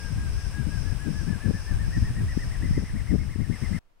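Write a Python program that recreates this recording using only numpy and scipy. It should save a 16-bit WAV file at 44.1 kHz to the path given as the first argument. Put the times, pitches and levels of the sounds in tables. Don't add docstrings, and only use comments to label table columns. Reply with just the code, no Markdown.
import sys
import numpy as np
from scipy import signal
from scipy.fft import rfft, irfft, next_fast_len
from scipy.io import wavfile
from scipy.ndimage import map_coordinates

SR = 44100
rng = np.random.default_rng(int(sys.argv[2]) if len(sys.argv) > 2 else 0)


def inscribe(sig):
    pcm = np.round(np.clip(np.atleast_2d(sig).T, -1, 1) * 32767)
    wavfile.write(sys.argv[1], SR, pcm.astype(np.int16))


N = 176400

# t/s, f/Hz, relative level/dB
WHISTLES = [(.025, 1627, -45), (0.216, 1630, -44.5), (.395, 1635, -46), (.565, 1655, -46.5),
            (.728, 1655, -46.5), (.879, 1695, -45.5), (1.028, 1692, -44.5), (1.169, 1707, -45.5),
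            (1.304, 1744, -44), (1.432, 1740, -45), (1.560, 1755, -45.5), (1.691, 1794, -44),
            (1.814, 1825, -45), (1.941, 1890, -44), (2.061, 1916, -45.5), (2.18, 1893, -45),
            (2.301, 1996, -45.5), (2.411, 2018, -44), (2.530, 2040, -46), (2.645, 2076, -44.5),
            (2.760, 2123, -46.5), (2.869, 2176, -47), (2.979, 2200, -46.5), (3.091, 2200, -47),
            (3.205, 2197, -50.5), (3.316, 2220, -50), (3.422, 2200, -49), (3.533, 2204, -48.5),
            (3.641, 2220, -46.5), (3.750, 2200, -45)]
# t/s, rise/s, fall/s, flatness (high means a flat top)
ARCH_SHAPE = [(0, 0.051, 0.091, 4.44), (.75, 0.047, 0.069, 3.18), (1.5, 0.036, 0.051, 2.43),
              (2.2, .033, 0.044, 1.92), (2.8, .032, .043, 1.58), (3.75, .031, 0.0404, 1.39)]
# t/s, pitch waver/share of the pitch, level flutter/dB
VOICE_ROUGHNESS = [(0, 0.0039, -1), (1.5, 0.0064, 1.1), (2.3, 0.02, 2), (3.75, 0.035, 2)]
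# f/Hz, level/dB
THROAT_TONE = [(1400, -1.5), (1650, -3.5), (1850, 0.1), (2050, -2), (2250, -6.5)]


def bird(t, foot_hz=1447, sag_hz=22, wavers_per_s=330, fade_share=0.42):
    waver_depth, flutter_db = curves(VOICE_ROUGHNESS, t)
    waver = 1 + waver_depth * wobble(wavers_per_s)
    song = np.zeros(N)
    for top_s, top_hz, db in WHISTLES:
        rise, fall, flatness = curves(ARCH_SHAPE, top_s)
        place = (t - top_s) / np.where(t < top_s, rise, fall)
        sounding = np.abs(place) < 1
        place = place[sounding]
        arch = top_hz - (top_hz - foot_hz) * np.abs(place) ** flatness
        sag = sag_hz * place * (1 - place ** 2)
        hz = (arch - sag) * waver[sounding]
        swell = np.sin(np.pi / 2 * np.clip((1 - np.abs(place)) / fade_share, 0, 1))
        gain = amp(db - 1.57 + place + along(THROAT_TONE, hz))
        tone = np.sqrt(2) * np.sin(2 * np.pi * np.cumsum(hz) / SR)
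        song[sounding] += gain * swell * tone
    return song * amp(flutter_db * wobble(wavers_per_s / 2))


def foliage(trunks=14, trunks_db=-5, tail_db=-6.5, die_away_s=0.51):
    age = np.arange(SR // 2) / SR
    fade = amp(-60 * age / die_away_s) * (1 - np.exp(-age / .006))
    tail = rng.standard_normal((3, len(age))) * fade
    tail = tail[:2] + tail[2]
    answer = amp(tail_db) * tail / np.linalg.norm(tail[0])
    for distance, side, size in rng.uniform(0, 1, (trunks, 3)):
        for ear, sign in enumerate((1, -1)):
            delay_s = 0.002006 + .022 * distance + sign * 0.00012 * (side - .5)
            answer[ear, int(delay_s * SR)] += amp(trunks_db) * (.5 + size) / np.sqrt(trunks)
    return answer


def forest_echoes(song, hop=8192):
    padded = np.pad(song, (hop, 2 * hop))
    echoes = np.zeros((2, N + 3 * hop + SR))
    fade = np.sin(np.pi * np.arange(2 * hop) / (2 * hop))
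    for start in range(0, N + hop, hop):
        piece = fade * padded[start:start + 2 * hop]
        echo = signal.fftconvolve(piece[None], foliage(), axes=1)
        echoes[:, start:start + echo.shape[1]] += echo
    return (song + echoes[:, hop:hop + N]) * pan(db=2.15)


# t/s, relative left level/dB, relative right level/dB
WIND_STRENGTH = [(0, -30.5, -55.5), (.16, -20, -26), (.36, -24.5, -31), (.6, -24, -41), (.9, -18.5, -45.5),
                 (1.02, -27, -41.5), (1.3, -21.5, -35), (1.45, -31, -50), (1.56, -28, -29.5),
                 (1.64, -27.5, -36.5), (1.74, -18.5, -26), (1.9, -24, -27), (2.03, -19, -17),
                 (2.12, -21, -29.5), (2.22, -17.5, -20.5), (2.36, -24, -32.5), (2.72, -19, -23.5),
                 (2.88, -28, -30.5), (3.1, -19.5, -32), (3.25, -21.5, -33), (3.33, -22, -42),
                 (3.51, -25.5, -41), (3.585, -33, -43), (3.64, -23.5, -43), (3.78, -21.5, -34)]
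# f/Hz, level/dB
RUMBLE_TONE = [(10, -10), (28, -0.5), (55, 0.5), (90, -1), (140, -10.5), (220, -22), (400, -34.5),
               (900, -60), (3000, -65)]


def wind_rumble(t, lumps_db=2):
    lumps = lumps_db * np.array([wobble(21.87), wobble(21.82)])
    return amp(curves(WIND_STRENGTH, t) - 3.5 + lumps) * hiss(RUMBLE_TONE)


# t/s, half-length/s, relative level/dB, upper edge f/Hz
WIND_EDDIES = [(0.122, 0.013, -19.5, 139), (0.179, 0.019, -21.5, 164), (.27, 0.03, -25.5, 153),
               (0.597, 0.014, -18, 222), (0.624, 0.006, -29, 303), (0.68, 0.012, -20, 203),
               (.735, 0.059, -25.5, 157), (.815, 0.011, -23, 178), (.87, 0.0084, -22.5, 170),
               (.925, 0.012, -18.5, 146), (1.086, 0.018, -16.5, 221), (1.145, .02, -21.5, 184),
               (1.224, 0.012, -23, 206), (1.28, 0.007, -18.5, 212), (1.312, 0.019, -17.5, 203),
               (1.367, 0.013, -23.5, 170), (1.473, 0.019, -12.5, 197), (1.497, 0.015, -15, 192),
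               (1.547, 0.0087, -18, 200), (1.721, 0.012, -19, 179), (1.82, 0.011, -21.5, 178),
               (1.88, 0.011, -19, 157), (1.975, 0.0069, -15, 200), (2.03, 0.013, -22.5, 170),
               (2.1, 0.019, -21.5, 160), (2.171, 0.015, -23.5, 184), (2.22, 0.017, -22, 167),
               (2.463, 0.011, -23.5, 144), (2.65, 0.024, -21, 216), (2.785, 0.014, -19, 210),
               (2.83, 0.0059, -17.5, 191), (2.954, 0.012, -18, 170), (3.133, 0.016, -11, 228),
               (3.153, 0.0064, -21, 387), (3.217, 0.023, -22.5, 183), (3.407, 0.013, -15.5, 188),
               (3.51, 0.024, -17.5, 192), (3.63, 0.011, -19, 226), (3.724, .012, -16.5, 165),
               (3.757, 0.017, -19.5, 200)]


def wind_eddies(low_hz=60, fizz_hz=860, fizz_db=-33, shelter=1.7, size=16384):
    out = np.zeros((2, N + 2 * size))
    age = (np.arange(size) - size // 2) / SR
    hz = np.fft.rfftfreq(size, 1 / SR)
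    fizz = amp(fizz_db) / (1 + (hz / fizz_hz) ** 2) ** 2
    low_cut = hz ** 2 / (hz ** 2 + low_hz ** 2)
    for s, half_s, db, edge_hz in WIND_EDDIES:
        swell = np.exp(-.5 * (age / half_s) ** 2)
        burst = rng.standard_normal((2, size)) * swell
        body = 1 / np.sqrt(1 + (hz / edge_hz) ** 8.9)
        puff = irfft(rfft(burst) * (body + fizz) * low_cut)
        puff *= np.linalg.norm(swell) / np.linalg.norm(puff, axis=1, keepdims=True)
        left_db, right_db = curves(WIND_STRENGTH, s)
        sheltered_db = shelter * min(right_db - left_db, 0) - 3.5
        start = int(s * SR)
        out[:, start:start + size] += amp(db - 3.5) * puff * amp([[0], [sheltered_db]])
    return out[:, size // 2:size // 2 + N]


# t/s, peak level/dB, f/Hz
WIND_THUMPS = [(1.5091, -15.5, 340), (2.028, -7.5, 80), (2.370, -13, 90), (2.3756, -8.5, 206),
               (2.711, -8.5, 134), (2.779, -9, 256), (3.36, -17, 213), (3.5004, -14.5, 212),
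               (3.6262, -16, 151)]


def wind_thumps(t, width_cycles=0.49, right_db=-36):
    out = np.zeros(N)
    for s, db, hz in WIND_THUMPS:
        cycles = (t - s) * hz
        near = np.abs(cycles) < 10
        wave = np.cos(2 * np.pi * cycles[near])
        out[near] += amp(db) * wave / np.cosh(2 * cycles[near] / width_cycles)
    return out * amp([[0], [right_db]])


# f/Hz, level/dB
PULSING_TONE = [(3800, -70), (4600, -9), (4950, -2), (5230, 2.5), (5500, -3.5), (5800, -2.5), (6250, -6.5),
                (6700, -19.5), (7500, -45.5)]
# t/s, relative level/dB
INSECT_SWELLS = [(.04, -51), (.41, -50.5), (.81, -51.5), (1.19, -51.5), (1.61, -51), (1.99, -51.5),
                 (2.41, -51), (2.78, -51.5), (3.18, -54), (3.64, -55)]
# f/Hz, level/dB
SHRILL_TONE = [(6500, -34), (7300, -15), (7900, -4), (8500, -3), (9400, -5), (10200, -9.5), (11200, -19),
               (13000, -30)]


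def insects(t, swell_s=0.1, chorus_db=-57, ring_hz=5260, ring_width_hz=140, shrill_db=-55.5):
    swells = sum(amp(db) ** 2 * np.exp(-((t - s) / swell_s) ** 2) for s, db in INSECT_SWELLS)
    loudness = np.sqrt(amp(chorus_db) ** 2 + swells)
    noise = rng.standard_normal((2, N))
    ring = unit(filtered(noise, lambda hz: 1 / (1 + ((hz - ring_hz) / ring_width_hz) ** 2)))
    pulsing = loudness * unit(hiss(PULSING_TONE) + amp(-8.5) * ring)
    shrill = amp(shrill_db) * hiss(SHRILL_TONE)
    return (pulsing + shrill) * pan(db=1.1)


# f/Hz, level/dB
WASH_TONE = [(40, -8), (200, 4.5), (450, -0.5), (750, -2.5), (1100, -2), (1900, -3), (2600, -3), (3400, -9),
             (4300, -11), (7000, -14.5), (11500, -20), (15500, -23)]
# f/Hz, likeness (0 unrelated, 1 the same)
WASH_LIKENESS = [(200, 0), (700, 1), (1300, 0.67), (2200, 0.33), (3300, 0.084), (5500, 0)]


def forest_wash():
    return amp(-48) * hiss(WASH_TONE, WASH_LIKENESS) * pan(db=0.42)


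def amp(db):
    return 10 ** (np.asarray(db) / 20)


def unit(x):
    return x / np.sqrt(np.mean(x ** 2) + 1e-20)


def along(points, hz):
    freqs, values = np.transpose(points)
    return np.interp(np.log(hz + 1), np.log(freqs + 1), values)


def curves(rows, t):
    times, *columns = np.transpose(rows)
    return np.array([np.interp(t, times, column) for column in columns])


def wobble(rate):
    points = rng.standard_normal(int(N * rate / SR) + 4)
    return map_coordinates(points, [np.arange(N) * rate / SR])


def filtered(x, response):
    size = next_fast_len(N + 8192)
    hz = np.fft.rfftfreq(size, 1 / SR)
    return irfft(rfft(x, size) * response(hz), size)[..., :N]


def pan(db):
    return amp([[db], [-db]])


def hiss(tone, likeness=None):
    def response(hz):
        alike = np.clip(along(likeness, hz), -1, 1) if likeness else 0 * hz
        spread = np.arccos(alike) / 2
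        return amp(along(tone, hz)) * [np.cos(spread), np.sin(spread)]
    mid, side = filtered(rng.standard_normal((2, N)), response)
    return unit(np.array([mid + side, mid - side]))


# t/s, level/dB
BACKGROUND_DIP = [(0, 0), (2.65, -0.5), (2.85, -2.3), (3.1, -2.5), (3.18, -4), (3.45, -4), (3.6, 0.1),
                  (3.78, -0.5)]


def scene():
    t = np.arange(N) / SR
    background = (insects(t) + forest_wash()) * amp(curves(BACKGROUND_DIP, t)[0])
    song = forest_echoes(bird(t))
    wind = wind_eddies() + wind_thumps(t) + wind_rumble(t)
    return song + wind + background


# f/Hz, level/dB
FAINT_NOISE_TONE = [(20, -2), (60, -19), (200, -27), (700, -27.5), (2000, -35.5), (7000, -47.5),
                    (15000, -53)]


def record(dry, stop_s=3.792, fade_s=0.0041, noise_db=-61.5, top_hz=15750):
    t = np.arange(N) / SR
    running = np.clip((stop_s - t) / fade_s, 0, 1)
    faint_noise = amp(noise_db) * hiss(FAINT_NOISE_TONE)
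    return filtered(dry * running + faint_noise, lambda hz: hz < top_hz)


dry = scene()
out = record(dry)
inscribe(out)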